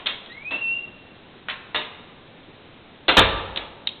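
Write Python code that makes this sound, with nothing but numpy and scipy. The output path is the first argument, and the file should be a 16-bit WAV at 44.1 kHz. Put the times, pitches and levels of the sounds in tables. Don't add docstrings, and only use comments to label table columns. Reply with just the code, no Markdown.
import sys
import numpy as np
from scipy import signal
from scipy.fft import rfft, irfft, next_fast_len
from scipy.io import wavfile
from scipy.ndimage import map_coordinates

SR = 44100
rng = np.random.default_rng(int(sys.argv[2]) if len(sys.argv) > 2 else 0)


def waveform_to_disk(signal):
    frames = np.transpose(np.atleast_2d(signal))
    scaled = np.clip(frames, -1, 1) * 32767
    samples = np.round(scaled).astype(np.int16)
    wavfile.write(sys.argv[1], SR, samples)


N = 176400
T = np.arange(SR) / SR


def amp(db):
    return 10 ** (np.asarray(db) / 20)


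def along(points, hz):
    freqs, values = np.transpose(points)
    return np.interp(np.log(hz + 1), np.log(freqs + 1), values)


def fade(t, t60):
    return np.exp(-np.log(1000) * t / t60)


def rise(attack_s):
    return 1 - np.exp(-T / attack_s)


def filtered(x, gain):
    size = next_fast_len(len(x) + 8192)
    return irfft(rfft(x, size) * gain(np.fft.rfftfreq(size, 1 / SR)), size)[:len(x)]


def noise(spectrum, size=len(T)):
    x = filtered(rng.standard_normal(size), lambda hz: amp(along(spectrum, hz)) * (hz < 5000))
    return x / np.sqrt(np.mean(x ** 2) + 1e-20)


def wobble(rate):
    knots = rng.standard_normal(int(N * rate / SR) + 4)
    return map_coordinates(knots, [np.arange(N) * rate / SR])


def add(out, start_s, x):
    i = round(start_s * SR)
    x, i = x[max(-i, 0):], max(i, 0)
    out[i:i + len(x)] += x[:N - i]


def free_vibration(modes):
    return sum(amp(db) * fade(T, t60) * np.sin(2 * np.pi * hz * T) for hz, db, t60 in modes)


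def wood_impacts(impacts, spectrum, modes, modes_db, attack_s, early_db, late_db):
    out = np.zeros(N)
    onset = rise(attack_s)
    for start_s, level_db, bass_db, treble_db, t60 in impacts:
        dense = hall(noise(spectrum) * fade(T, t60) * onset, early_db, late_db)
        ring = sum(amp(db + rng.normal(0, 0.9)) * fade(T, mode_t60)
                   * np.sin(2 * np.pi * (hz * T + rng.random())) for hz, db, mode_t60 in modes)
        blow = dense + amp(modes_db) * ring * onset
        tilt = [(450, bass_db), (1800, 0.023), (3400, treble_db)]
        add(out, start_s, amp(level_db) * filtered(blow, lambda hz: amp(along(tilt, hz))))
    return out


# start_s, level_db, bass_db, treble_db, t60_s
BANGS = [(3.081, -13.5, 1, 3, 0.11), (3.087, -8, 0.5, 1, 0.073), (3.168, -4.5, 0, 1, 0.11),
         (3.178, -7, 1.5, -7.5, 0.12), (3.190, -4.5, -6, -0.5, 0.063)]
# frequency_hz, density_db
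BANG_SPECTRUM = [(50, -9), (110, -12), (170, -6.5), (240, -8), (330, 0), (520, 1), (800, 0.5), (1150, 1),
                 (1900, -4), (2800, -1.5), (3700, 0), (4200, -6)]
# frequency_hz, level_db, t60_s
BANG_MODES = [(254, -12.5, 1), (332.4, -6.5, 0.65), (414, 2, 0.26), (446, -3.5, 0.6), (534, -10, 0.88),
              (656, 3, .55), (1015, -1.5, 0.41), (1175, -5.5, 0.81), (1179.4, -8.5, 1), (1617, -15.5, 0.63),
              (2150, -14.5, .3), (3178, -3.5, 0.45), (3530, 7.5, 0.22), (4020, -10, .3)]


def door_bangs():
    return wood_impacts(BANGS, BANG_SPECTRUM, BANG_MODES,
                        modes_db=-21.5, attack_s=0.0015, early_db=-1.5, late_db=-7.5)


# frequency_hz, level_db, t60_s
THUD_MODES = [(33.7, -17.5, 0.21), (58, -21.5, 0.72), (91.6, -24.5, 1)]
# frequency_hz, density_db
RUMBLE_SPECTRUM = [(20, -19), (45, 7), (95, -7.5), (130, -6.5), (300, -19.5), (1000, -72)]


def slam_thud(start_s, attack_s, rumble_db, rumble_t60):
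    out = np.zeros(N)
    walls = amp(rumble_db) * noise(RUMBLE_SPECTRUM) * fade(T, rumble_t60)
    add(out, start_s, rise(attack_s) * (free_vibration(THUD_MODES) + walls))
    return out


# start_s, level_db, bass_db, treble_db, t60_s
KNOCKS = [(-.11, -27, 3.5, 2, 0.15), (.059, -23.5, -7, 3, 0.16), (.508, -29, 1.5, -3.5, .11),
          (.522, -32, 2, -4.5, 0.17), (1.485, -15, -17.5, -8.5, 0.025), (1.499, -25, -11.5, 10, 0.022),
          (1.746, -16, -5.5, -3.5, 0.054), (1.760, -18, 0.5, 6.5, 0.017), (3.565, -32, 0.5, -3, 0.25)]
# frequency_hz, density_db
KNOCK_SPECTRUM = [(40, -33), (130, -15.5), (250, -0.5), (450, -3.5), (800, 0), (1400, -4), (1900, -4),
                  (2400, -3), (3500, 0), (4200, -8.5)]
# frequency_hz, level_db, t60_s
KNOCK_MODES = [(286, -5.5, 0.083), (440.7, -4.5, 0.34), (609, -0.5, 0.29), (759, -10.5, 0.35),
               (924, -8, 0.37), (1071.7, -6.5, 0.65), (1241, -12, 0.42), (1903, -4, 0.18), (1965, 2.5, 0.1),
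               (3100, -12, 0.11), (3440, -4, .14)]


def door_knocks():
    return wood_impacts(KNOCKS, KNOCK_SPECTRUM, KNOCK_MODES,
                        modes_db=-13.5, attack_s=0.00041, early_db=1.5, late_db=-4.5)


# start_s, level_db
CLICKS = [(.0678, -15), (.0698, -5), (0.0745, -14.5), (.261, -30.5), (3.561, -15), (3.574, -11.5),
          (3.576, -11), (3.8725, -10.5), (3.874, -22.5), (3.8735, -9), (3.8904, -21)]
# frequency_hz, density_db
CRACK_SPECTRUM = [(200, -26), (1000, -16), (2000, -13.5), (2800, -2.5), (3600, -2), (4300, -3.5)]
# frequency_hz, level_db, t60_s
BOLT_MODES = [(3080, -25.5, 0.009), (3343, 3, 0.0046), (3770, 3.5, 0.0072), (4210, -4, 0.0038)]


def latch_clicks(crack_db, crack_t60, attack_s):
    out = np.zeros(N)
    ring = free_vibration(BOLT_MODES)
    for start_s, level_db in CLICKS:
        crack = amp(crack_db) * noise(CRACK_SPECTRUM) * fade(T, crack_t60)
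        snap = (ring + crack) * rise(attack_s)
        add(out, start_s, amp(level_db) * hall(snap, early_db=-11, late_db=-19))
    return out


# time_s, pitch_hz
SQUEAK_PITCH = [(.295, 1850), (.315, 1903), (.34, 2076), (.40, 2250), (.445, 2370), (.468, 2510),
                (.52, 2648), (.61, 2759), (.645, 2696), (.70, 2715), (.765, 2778)]
# time_s, level_db
SQUEAK_LEVEL = [(.28, -65), (.305, -40.5), (.34, -41.5), (.445, -43), (.468, -24.5), (.495, -37.5),
                (.525, -26), (.57, -35.5), (.63, -25), (.755, -19), (.775, -44), (.80, -59)]
# pitch_hz, level_db
SQUEAK_OCTAVE = [(1850, -4.5), (2000, 0), (2150, -38.5)]


def squeak(waver, rough_db):
    t = np.arange(N) / SR
    pitch_hz = np.interp(t, *np.transpose(SQUEAK_PITCH))
    unsteady = np.interp(t, [.55, .66], [1, .1])
    phase = 2 * np.pi * np.cumsum(pitch_hz * (1 + unsteady * waver * wobble(200))) / SR
    tone = np.sin(phase) + amp(along(SQUEAK_OCTAVE, pitch_hz)) * np.sin(2 * phase)
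    level_db = np.interp(t, *np.transpose(SQUEAK_LEVEL), left=-120, right=-120)
    flutter_db = unsteady * rough_db * wobble(110)
    return hall(amp(level_db + flutter_db) * tone, early_db=-6, late_db=-13)


# start_s, level_db
STEPS = [(.86, -42.5), (1.251, -58.5), (2.329, -55), (2.471, -47)]
# frequency_hz, density_db
STEP_SPECTRUM = [(40, -16), (140, -2), (300, -3), (700, -11), (1500, -29), (4000, -47)]


def footfalls(attack_s, t60):
    out = np.zeros(N)
    for start_s, level_db in STEPS:
        add(out, start_s, amp(level_db) * noise(STEP_SPECTRUM) * rise(attack_s) * fade(T, t60))
    return out


# frequency_hz, t60_s
HALL_T60 = [(100, 0.3), (300, 1.3), (600, 1.38), (900, 1.48), (1400, 1.14), (2200, 0.91), (2800, 0.93),
            (3800, 0.83)]


def hall(x, early_db, late_db):
    hz, t, spectra = signal.stft(rng.standard_normal(len(T)), SR, nperseg=256)
    damped = spectra * fade(t, along(HALL_T60, hz)[:, None])
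    late = signal.istft(damped, SR, nperseg=256)[1][:len(T)]
    early = rng.standard_normal(len(T)) * fade(T, t60=0.32)
    echoes = amp(early_db) * early / np.linalg.norm(early) + amp(late_db) * late / np.linalg.norm(late)
    build_up = 1 - np.exp(-(T / 0.002) ** 2)
    return x + signal.fftconvolve(x, build_up * echoes)[:len(x)]


# frequency_hz, density_db
HISS_SPECTRUM = [(20, -2), (45, -11.5), (70, -1.5), (130, 0.5), (240, 1), (500, -3), (750, -6), (1200, -10),
                 (2000, -11), (3800, -10.5), (4400, -20)]


def room_hiss(level_db):
    return amp(level_db) * noise(HISS_SPECTRUM, N)


def scene():
    knocks = door_knocks()
    bangs = door_bangs()
    thud = slam_thud(start_s=3.177, attack_s=0.014, rumble_db=-22, rumble_t60=0.84)
    clicks = latch_clicks(crack_db=-9.5, crack_t60=0.026, attack_s=0.00034)
    background = room_hiss(level_db=-47.5) + footfalls(attack_s=0.0088, t60=0.376)
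    return (bangs + thud + knocks + clicks + squeak(waver=.012, rough_db=4.0) + background)[None]


# frequency_hz, gain_db
MIC_RESPONSE = [(3800, 0), (4050, -4.5), (4280, -8.5), (4450, -26.5), (4650, -44), (5200, -100)]


def record(dry):
    heard = filtered(dry[0], lambda hz: amp(along(MIC_RESPONSE, hz)))
    saturated = np.clip(heard, -0.66, 0.66)
    return filtered(saturated, lambda hz: hz < 16000)[None]


dry = scene()
out = record(dry)
waveform_to_disk(out)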